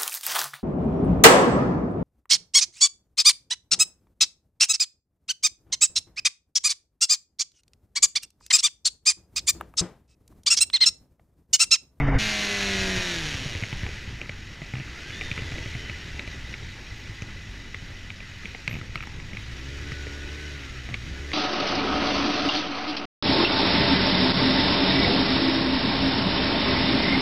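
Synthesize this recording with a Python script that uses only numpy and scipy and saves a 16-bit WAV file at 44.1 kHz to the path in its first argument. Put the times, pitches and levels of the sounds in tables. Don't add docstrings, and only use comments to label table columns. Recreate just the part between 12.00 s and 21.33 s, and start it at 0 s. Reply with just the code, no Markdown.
import sys
import numpy as np
from scipy import signal
from scipy.fft import rfft, irfft, next_fast_len
from scipy.io import wavfile
from scipy.ndimage import uniform_filter1d

SR = 44100
rng = np.random.default_rng(int(sys.argv[2]) if len(sys.argv) > 2 else 0)


def attenuation_scalar(level_db):
    decades = np.asarray(level_db, float) / 20
    return 10 ** decades


def dump(signal):
    limited = np.clip(np.atleast_2d(signal).T, -1, 1)
    pcm = np.round(limited * 32767).astype(np.int16)
    wavfile.write(sys.argv[1], SR, pcm)


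N = 411585


def unit(x):
    return x / np.sqrt(np.mean(x ** 2) + 1e-20)


def along(points, hz):
    f, v = np.transpose(points)
    return np.interp(np.log(hz + 1), np.log(f + 1), v)


def curves(rows):
    s, *columns = np.transpose(rows)
    return [np.interp(np.arange(N) / SR, s, column) for column in columns]


def wobble(rate_hz):
    knots = rng.standard_normal(int(N * rate_hz / SR) + 4)
    return np.interp(np.arange(N) * (rate_hz / SR), np.arange(len(knots)), knots)


def coloured(x, gain):
    m = next_fast_len(N + 8192)
    return unit(irfft(rfft(x, m) * gain(np.fft.rfftfreq(m, 1 / SR)), m)[:N])


def patchy(patchy_db):
    z = signal.stft(rng.standard_normal(N), nperseg=512)[2]
    across_hz = uniform_filter1d(rng.standard_normal(z.shape), 5, 0)
    field = uniform_filter1d(across_hz, 8, 1)
    return signal.istft(z * attenuation_scalar(patchy_db * unit(field)), nperseg=512)[1][:N]


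def add(track, start_s, sound):
    track[round(start_s * SR):][:len(sound)] += sound


def order_tone(turns, level_db, shake, flutter_db):
    strength = np.sqrt(2) * attenuation_scalar(level_db + flutter_db * wobble(14))
    return strength * np.sin(2 * np.pi * turns + shake * wobble(18))


def pace(hz, idle_hz, span_hz):
    return np.clip((hz - idle_hz) / span_hz, 0, 1)


# pitch_hz, level_db (rms), glide_share_per_s
FIRST_LINES = [(30.5, -27.5, -0.098), (56, -46, -0.037), (138.7, -25.5, -0.23), (285.4, -31.5, -0.36),
               (449, -45, -0.3)]
# pitch_hz, density_db
FIRST_ROAR = [(10, -6), (40, 0), (150, -15), (330, -21.5), (750, -21), (1400, -25.5), (2250, -23),
              (2400, -34), (3050, -38), (3280, -50), (3700, -43), (4060, -64), (4500, -53), (5140, -53),
              (7800, -68), (8100, -88), (8600, -71), (14000, -92)]


def first_ride():
    t = np.arange(N) / SR
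    lines = 0
    for hz, db, glide in FIRST_LINES:
        turns = hz * (t + glide * t ** 2 / 2) + rng.random()
        lines += order_tone(turns, db, shake=0.25, flutter_db=0.4)
    lumps = attenuation_scalar(2.7 * wobble(46))
    roar = coloured(lumps * patchy(patchy_db=2.0), lambda f: attenuation_scalar(along(FIRST_ROAR, f)))
    return lines + attenuation_scalar(-23) * roar


# time_s, firing_rate_hz, throttle_load_db, gear_tooth_load_db
RIDE = [(0.18, 214.8, -1.5, 0), (1.0, 184.5, -0.5, -6), (1.14, 171.5, -5.5, 0), (1.57, 106.7, -6, -13),
        (2.3, 44.33, -7.5, -20), (2.77, 47.95, -6, -9), (3.2, 90, -7.5, -3), (3.42, 85.33, -2.5, -13),
        (3.81, 74.64, -4, -9), (4.6, 56.96, -10, -18), (5.7, 45.86, -4, -22), (7.27, 46.27, -9, -18),
        (7.71, 69.56, -0.5, -7), (7.89, 72.87, 0.5, -4.5), (8.1, 70.85, -1, -7.5), (8.46, 74.33, 0, -6.5),
        (8.94, 57.42, -5, -10), (9.33, 74.9, 2, -8)]


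def crank():
    hz, load_db, teeth_db = curves(RIDE)
    return uniform_filter1d(hz, size=SR // 25), load_db, teeth_db


# firing_rate_hz, level_db
FIRST_ORDER = [(45, -46), (60, -36.5), (73, -37.5), (110, -42), (172, -34), (186, -32), (197, -35),
               (203, -39.5), (214, -35)]
# firing_rate_hz, level_db
SECOND_ORDER = [(46, -44.5), (58, -38.5), (73, -50.5), (110, -49), (172, -36.5), (188, -36), (203, -39),
                (208, -55)]
# firing_multiple, idle_level_db, fast_level_db
UPPER_ORDERS = [(.5, -19, -6), (1.5, -5.5, -26), (2.5, -25, -7), (3, -13.5, 3.5), (3.5, -20, -3),
                (4, 0, -6), (4.5, -20, -1), (5, -1.5, -3), (5.5, -11, -5), (6, -3, -9), (6.5, -30, -8),
                (7, -18, -12), (7.5, -28, 2), (8, -11, 5), (8.5, -17, 4), (9, -20, -5), (9.5, -35, 6),
                (10, -35, 2), (10.5, -33, -1)]


def firing_orders(hz, load_db):
    turns = np.cumsum(hz) / SR
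    fast = pace(hz, idle_hz=82.0, span_hz=90)
    hunt_db = 0.5 * np.clip(-load_db / 6, 0, 1)
    clutch_s, clutch_width_s = 1.03, 0.047
    clutch_db = -16 * np.exp(-((np.arange(N) / SR - clutch_s) / clutch_width_s) ** 2)
    first_db = along(FIRST_ORDER, hz) + load_db + clutch_db + 0.45 * hunt_db * wobble(7)
    second_db = along(SECOND_ORDER, hz) + load_db + 0.22 * clutch_db + hunt_db * wobble(7)
    dip_db = 5 * np.exp(-((hz - 86) / 7) ** 2)
    upper_db = -51 - dip_db + 1.5 * load_db + hunt_db * wobble(7)
    tones = order_tone(turns, first_db - 0.7, shake=0.2, flutter_db=1.0)
    tones += order_tone(2 * turns, second_db - 0.5, shake=0.2, flutter_db=1.9)
    for multiple, idle_db, fast_db in UPPER_ORDERS:
        level_db = upper_db + idle_db + fast * (fast_db - idle_db)
        tones += order_tone(multiple * turns + rng.random(), level_db, shake=0.092, flutter_db=1.5)
    return tones


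# firing_rate_hz, level_db
PUMP = [(150, -82), (172, -51), (190, -45.5), (214, -52)]


def pump(hz):
    return order_tone(3.61 * np.cumsum(hz) / SR, along(PUMP, hz), shake=0.15, flutter_db=2.0)


# firing_rate_hz, level_db
WHINE = [(45, -60), (73, -50), (95, -45.5), (140, -67)]
# time_s, level_db
TEETH_BITE = [
    (7.9, -3),
    (7.95, 3),
    (8.5, 3),
    (8.56, 0),
    (8.76, 4),
    (8.82, -30),
]
# start_s, hold_s, level_db
OVERRUNS = [
    (2.97, 0.2, -51),
    (3.2, 0.33, -54.5),
    (3.66, .11, -50),
    (3.9, .2, -56),
]


def gear_whine(hz, teeth_db):
    turns = np.cumsum(hz) / SR
    fast = pace(hz, idle_hz=82.0, span_hz=90)
    mesh = 20.5
    shut_out_db = 8 * np.clip((mesh * hz - 1450) / 450, -1, 0)
    whine_db = along(WHINE, hz) + teeth_db + shut_out_db + curves(TEETH_BITE)[0]
    attack_s, release_s, off_db = 0.15, 0.19, -66
    swells = []
    for s, hold_s, db in OVERRUNS:
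        corners_s = s + np.cumsum([0, attack_s, hold_s, release_s])
        swells.append(np.interp(np.arange(N) / SR, corners_s, [off_db, db, db, off_db]))
    overtone_db = np.max(swells, axis=0) + 1.5 + 1.5 * wobble(45)
    lash = 0.009 * wobble(120)
    rough_turns = turns + lash * (0.3 + 0.65 * fast) + 0.014 * wobble(14)
    whine = order_tone(mesh * rough_turns, whine_db + 4, shake=0.4, flutter_db=1.2)
    return whine + order_tone(2 * mesh * (turns + 0.75 * lash), overtone_db, shake=1.1, flutter_db=1.2)


# time_s, pitch_hz, level_db
DRIVE = [
    (.18, 4290, -43),
    (.7, 4150, -43),
    (1.08, 3770, -45),
    (1.3, 3290, -46),
    (1.5, 2880, -47),
    (1.62, 2750, -52),
    (1.75, 2650, -75),
]


def final_drive():
    hz, level_db = curves(DRIVE)
    turns = np.cumsum(hz) / SR + 0.22 * wobble(150)
    return order_tone(turns, level_db - 2 + 1.8 * wobble(30), shake=0.8, flutter_db=1.3)


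def valve_taps(hz):
    cycle = np.cumsum(hz) / SR / 4
    place, size = rng.random(10) / 2, rng.standard_normal(10)
    place = np.append(place, place + 0.5)
    size = np.append(size, size + 0.55 * rng.standard_normal(10))
    at = np.interp(np.arange(int(cycle[-1]))[:, None] + place, cycle, np.arange(N))
    size = size * attenuation_scalar(rng.standard_normal(at.shape)) / np.sqrt(hz[at.astype(int)])
    return unit(np.bincount(np.round(at).astype(int).ravel(), size.ravel(), N))


# pitch_hz, width_hz, level_db
CAVITY = [(2010, 38, -6), (2500, 80, -6.5), (2967, 42, -1), (3820, 25, 0.5), (4836, 46, 0.5),
          (5544, 130, 2.5), (5770, 36, 1), (6620, 83, -1.5), (8300, 83, -23)]
# pitch_hz, density_db
SLOW_HISS = [(590, -13.5), (1000, -17.5), (1290, -8), (1990, 0.5), (2150, -3), (2470, -3.5), (3480, -8),
             (3810, -7.5), (5130, -14), (5620, -14), (6680, -16.5), (8390, -29), (14500, -38.5),
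             (15400, -43)]
# pitch_hz, density_db
FAST_HISS = [(590, -13), (1000, -16.5), (1320, -11.5), (1650, -3.5), (1920, -3.5), (2710, -4), (4230, -7.5),
             (5190, -14.5), (5620, -12.5), (6600, -13.5), (8300, -27.5), (10300, -28.5), (13600, -39.5),
             (15400, -44)]
# firing_rate_hz, level_db
HISS = [(45, -45.5), (100, -39), (210, -27)]


def valve_hiss(hz, load_db, rattle_db):
    def cavity(f):
        return 1 + sum(attenuation_scalar(db) / (1 + (2 * (f - mode_hz) / width_hz) ** 2) for mode_hz, width_hz, db in CAVITY)

    share = pace(hz, idle_hz=68.2, span_hz=49)
    beat = 1 + 0.11 * np.cos(2 * np.pi * np.cumsum(hz) / SR)
    slow = coloured(patchy(patchy_db=1.1) * beat, lambda f: attenuation_scalar(along(SLOW_HISS, f)) * cavity(f))
    fast_source = patchy(patchy_db=0.9) + 1.15 * valve_taps(hz)
    fast = coloured(fast_source, lambda f: attenuation_scalar(along(FAST_HISS, f)) * cavity(f))
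    level_db = along(HISS, hz) + 0.017 * load_db + rattle_db
    return attenuation_scalar(level_db) * (np.sqrt(1 - share) * slow + np.sqrt(share) * fast)


# time_s, level_db
WIND = [(.18, 7.5), (.5, 0.5), (.97, 5), (1.15, 1), (1.4, 2.5), (2.0, 3), (2.7, -0.5), (3.5, 5), (3.9, 0),
        (4.2, 4), (4.8, 1), (5.6, 1.5), (6.1, -1.5), (6.6, 0), (7.25, 5), (7.55, -0.5), (8.7, -2), (9.2, 1)]
# pitch_hz, density_db
DRONE = [(120, -19), (200, 0), (330, 0.5), (420, -3), (520, -7.5), (700, -11.5), (900, -7.5), (1400, -18.5),
         (1900, -27), (3000, -120)]
# firing_rate_hz, level_db
DRONE_LEVEL = [(45, -54.5), (90, -50.5), (190, -44.5), (214, -51)]
# pitch_hz, density_db
BUFFET = [(5.9, -29), (10, 6.5), (103, 1.5), (156, -4.5), (300, -20), (390, -27.5), (660, -120)]
# firing_rate_hz, level_db
GUSTS = [(45, -38.5), (90, -37.5), (200, -35.5)]


def drone_and_buffeting(hz, rattle_db):
    wind_db = curves(WIND)[0]
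    drone_db = along(DRONE_LEVEL, hz) + 0.56 * wind_db + 0.54 * rattle_db + 2.1 * wobble(25)
    drone = coloured(patchy(patchy_db=1.5), lambda f: attenuation_scalar(along(DRONE, f)))
    rumble = coloured(rng.standard_normal(N), lambda f: attenuation_scalar(along(BUFFET, f)))
    buffet = unit(attenuation_scalar(2.6 * wobble(12)) * rumble)
    return attenuation_scalar(drone_db) * drone + attenuation_scalar(along(GUSTS, hz) + wind_db - 4.5) * buffet


# start_s, peak_db
DOOR = [(1.3424, -44), (2.738, -37), (3.3765, -30), (3.8954, -35), (5.22, -39), (6.8138, -33),
        (6.9562, -24.5), (6.976, -37), (7.0053, -31), (7.0258, -31), (7.0355, -34), (7.9177, -32),
        (8.8887, -46), (8.9418, -46)]
STRIKE_T = np.arange(SR // 25) / SR
STRIKE_ONSET = (1 - np.exp(-STRIKE_T / 0.00034)) ** 2


def door_ring():
    return attenuation_scalar(-60 * STRIKE_T / 0.019) * np.sin(2 * np.pi * 1300 * STRIKE_T) * STRIKE_ONSET


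def door_slaps(track):
    for s, db in DOOR:
        add(track, s, attenuation_scalar(db + 1.5) * door_ring())


def thuds(track, hits):
    t = np.arange(SR // 6) / SR
    for s, db, hz in hits:
        swing = np.cos(2 * np.pi * hz * t)
        swing += 0.35 * np.cos(2 * np.pi * 1.51 * hz * t) * attenuation_scalar(-60 * t / 0.046)
        decay = attenuation_scalar(db + 4.5 - 60 * t / 0.075)
        add(track, s, -decay * swing * (1 - np.exp(-t / 0.0017)))


def contact_noise(taps, step_rad, level_db, t60_s):
    band = np.hanning(taps) * np.cos(np.arange(taps) * step_rad)
    noise = np.convolve(rng.standard_normal(len(STRIKE_T)), band, "same")
    return noise * attenuation_scalar(level_db - 60 * STRIKE_T / t60_s)


# pitch_ratio, level_db, t60_s
SHELL = [(1.014, 6, 0.0098), (1.115, -6, 0.017), (0.728, -13.5, 0.017), (1.263, -4.5, 0.0041),
         (1.7, -22.5, 0.0092)]


def ticks(track, hits):
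    t = STRIKE_T
    for s, db, hz, knock_db in hits:
        tick = contact_noise(15, 0.67, -22.5, 0.0087) + contact_noise(35, 0.36, -17.5, 0.016)
        for ratio, mode_db, t60_s in SHELL:
            tick += attenuation_scalar(mode_db + rng.normal(0, 2.3) - 60 * t / t60_s) * np.sin(2 * np.pi * hz * ratio * t)
        tick *= STRIKE_ONSET
        knock = sum(np.sin(2 * np.pi * body_hz * attenuation_scalar(rng.normal(0, 2.0)) * t) for body_hz in (175, 310, 560))
        knock *= attenuation_scalar(knock_db - 60 * t / 0.028) * STRIKE_ONSET
        add(track, s, attenuation_scalar(db - 2.0) * tick / abs(tick).max() - knock + attenuation_scalar(-42.5) * door_ring())


# start_s, peak_db, pitch_hz
SNAPS = [(2.215, -38, 3300), (3.3148, -37, 5800), (4.2757, -38, 4400), (5.2207, -33, 6080),
         (6.677, -27, 4550), (6.678, -37, 6900), (6.696, -42, 6000), (6.7401, -41, 6500),
         (6.7874, -46, 7000), (6.9556, -30, 4230), (6.9566, -25, 3000), (6.9566, -51, 11500),
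         (7.0708, -37, 5600), (7.9207, -35, 5000), (8.942, -31, 4460)]


def latch_snaps(track):
    for s, db, hz in SNAPS:
        stray = 0.13 * np.cumsum(rng.standard_normal(len(STRIKE_T)))
        snap = attenuation_scalar(db + 5.5 - 60 * STRIKE_T / 0.0091) * np.sin(2 * np.pi * hz * STRIKE_T + stray)
        add(track, s, snap * STRIKE_ONSET)


# start_s, tick_peak_db, thud_peak_db
SHUDDERS = [
    (2.754, -28.5, -30.5),
    (8.9, -41, -32),
]
# start_s, tick_peak_db, pitch_hz, thud_peak_db
RATTLE = [(6.689, -36, 2000, -45), (6.6928, -34, 2190, -41), (6.6947, -28, 2614, -31.5),
          (6.6985, -35, 2300, -45), (6.711, -23, 2095, -29), (6.7135, -28, 2500, -45),
          (6.7286, -24, 2500, -29.5), (6.7407, -25, 2490, -26), (6.743, -30, 2200, -45),
          (6.7534, -23, 2090, -26), (6.758, -33, 2500, -43), (6.767, -27, 2400, -27),
          (6.788, -31, 2310, -29), (6.8132, -29, 2010, -32)]


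def chatter():
    centre_hz, spread_hz, gap_s, scatter_s = 2250, 420, 0.0135, 0.00246
    contacts = [(s, db, (hz - centre_hz) / spread_hz, thud_db) for s, db, hz, thud_db in RATTLE]
    for s, tick_db, thud_db in SHUDDERS:
        for k, (late, loud, detune) in enumerate(rng.standard_normal((5, 3))):
            contacts.append((s + k * gap_s + scatter_s * late, tick_db + 1.6 * loud, detune, thud_db))
    tick_hits = [(s, db, centre_hz + spread_hz * detune, thud_db - 13) for s, db, detune, thud_db in contacts]
    thud_hits = [(s, thud_db, 112.6 * attenuation_scalar(0.96 * detune)) for s, db, detune, thud_db in contacts]
    return tick_hits, thud_hits


# start_s, tick_peak_db, tick_pitch_hz, thud_peak_db, thud_pitch_hz
BUMPS = [(1.459, -32, 1800, -23.5, 128), (1.551, -20.5, 2070, -23.5, 95), (1.6249, -20, 2168, -23.5, 113),
         (1.7279, -24, 2296, -24.5, 123), (1.8331, -25, 1950, -20, 80.6), (2.215, -18.5, 2385, -38, 122),
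         (2.2939, -18.5, 2070, -34, 122), (2.618, -27, 2030, -30.5, 142), (2.7368, -24.5, 2100, -23, 130),
         (3.3147, -14.5, 2420, -26.5, 114), (3.3775, -19, 2160, -28.5, 127),
         (3.4195, -27, 2000, -29, 120.6), (3.52, -23, 2400, -27.5, 110), (3.6593, -28, 1963, -26.5, 110),
         (3.7508, -22, 2020, -26, 119), (3.897, -19, 2250, -28, 105), (4.1938, -16.5, 2280, -39, 116),
         (4.2757, -25, 2346, -26.5, 80.4), (5.2205, -22.5, 2520, -25, 99), (6.6775, -10, 2200, -29, 143.8),
         (6.9564, -17, 2150, -33, 133.4), (7.3326, -26, 2171, -35, 193), (7.9192, -22.5, 1950, -27, 126),
         (8.8888, -27, 1988, -38, 128.6)]
# start_s, peak_db, pitch_hz, knock_peak_db
TICKS = [(1.3423, -25, 2000, -45), (1.636, -15, 2100, -33), (1.8644, -22.5, 2360, -34),
         (1.8906, -29, 2300, -35.5), (2.2587, -30, 2010, -45), (2.7554, -30, 2000, -41),
         (3.105, -23.5, 2150, -40), (3.211, -17.5, 2378, -36), (3.2175, -22, 2070, -34),
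         (3.3906, -23, 2475, -32), (3.5578, -28, 2010, -33), (3.5827, -22.5, 2250, -33.5),
         (4.5398, -20.5, 2185, -44), (5.745, -18.5, 2000, -37.5), (6.103, -21, 2340, -46),
         (6.204, -27, 2410, -42), (6.4344, -30, 1754, -55), (6.456, -19.5, 2300, -40),
         (6.548, -22.5, 2060, -35.5), (6.976, -24, 2540, -52), (7.0058, -23, 2360, -52),
         (7.0256, -25, 2305, -53), (7.0365, -26.5, 1940, -53), (7.0718, -28, 1860, -36),
         (7.2, -27.5, 2034, -46), (7.3494, -31, 2445, -44), (7.3706, -19.5, 2233, -51),
         (8.068, -25.5, 2012, -36), (8.946, -21, 2430, -45), (8.9418, -14.5, 2250, -42),
         (9.317, -20.5, 2046, -41)]
# start_s, peak_db, pitch_hz
THUDS = [(.79, -27, 95), (9.111, -30, 66), (.975, -27, 100), (1.345, -25, 85), (3.99, -39, 75),
         (4.146, -31, 69.6), (4.63, -36, 60), (7.38, -35, 100), (2.075, -30, 97.1), (2.128, -31.5, 96),
         (5.041, -39, 85.8), (5.094, -33, 108.1), (5.823, -31, 108), (6.447, -34.5, 194), (6.894, -30, 92),
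         (7.189, -33, 80.7), (7.686, -32, 112.6), (8.07, -32, 105), (9.075, -41, 128)]


def housing():
    track = np.zeros(N + SR)
    chatter_ticks, chatter_thuds = chatter()
    bump_ticks = [(s, db, hz, -35.5) for s, db, hz, _, _ in BUMPS]
    bump_thuds = [(s + 0.00063, db, hz) for s, _, _, db, hz in BUMPS]
    thuds(track, bump_thuds + THUDS + chatter_thuds)
    ticks(track, bump_ticks + TICKS + chatter_ticks)
    door_slaps(track)
    latch_snaps(track)
    return track[:N]


# time_s, level_db (rms)
INTAKE = [
    (1.4, -75),
    (1.7, -58),
    (3.0, -55),
    (3.25, -45),
    (3.8, -51),
    (4.3, -53),
    (6.9, -56.5),
    (7.5, -70),
]


def intake():
    centre_hz, width_hz = 2000, 90
    hiss = coloured(rng.standard_normal(N), lambda f: 1 / (1 + (2 * (f - centre_hz) / width_hz) ** 2))
    return attenuation_scalar(curves(INTAKE)[0] + 2.1 * wobble(20)) * hiss


# start_s, length_s, pitch_hz, level_db (rms)
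HIGH_TONES = [
    (6.695, .045, 12500, -60),
    (6.74, .05, 12600, -72),
    (7.02, .028, 12600, -70),
    (4.96, .05, 14900, -72),
]


def high_tones():
    t = np.arange(N) / SR
    width_hz = 700
    stray = np.cumsum(wobble(900)) * width_hz / 3 / SR
    out = np.zeros(N)
    for s, length_s, hz, db in HIGH_TONES:
        fade = np.clip(np.minimum(t - s, s + length_s - t) / 0.003, 0, 1)
        out += np.sqrt(2) * attenuation_scalar(db) * fade * np.sin(2 * np.pi * (hz * t + stray))
    return out


# time_s, pitch_hz, level_db
SLIP = [
    (9.06, 1452, -67),
    (9.14, 1470, -55),
    (9.33, 1466, -56),
]


def slipping_gears():
    hz, level_db = curves(SLIP)
    turns = np.cumsum(hz) / SR + 0.3 * wobble(20) + 0.13 * wobble(110)
    return order_tone(turns, level_db, shake=0.5, flutter_db=2.5)


def main_ride():
    hz, load_db, teeth_db = crank()
    rattle_db = 0.11 * wobble(9) + 0.66 * wobble(40)
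    engine = firing_orders(hz, load_db) + pump(hz) + gear_whine(hz, teeth_db)
    noises = valve_hiss(hz, load_db, rattle_db) + drone_and_buffeting(hz, rattle_db) + intake()
    return engine + final_drive() + noises + housing() + high_tones() + slipping_gears()


def scene():
    after = np.clip((np.arange(N) / SR - 0.189) / 0.0059 + 1, 0, 1)
    mono = (1 - after) * first_ride() + after * main_ride()
    return np.array([mono, mono])


def low_pass(x):
    return signal.sosfilt(signal.butter(12, 15540, fs=SR, output="sos"), x)


def record(dry):
    m = next_fast_len(N)
    kept = irfft(rfft(dry, m) * (np.fft.rfftfreq(m, 1 / SR) < 15140), m)[:, :N]
    return low_pass(kept)


dry = scene()
out = record(dry)
dump(out)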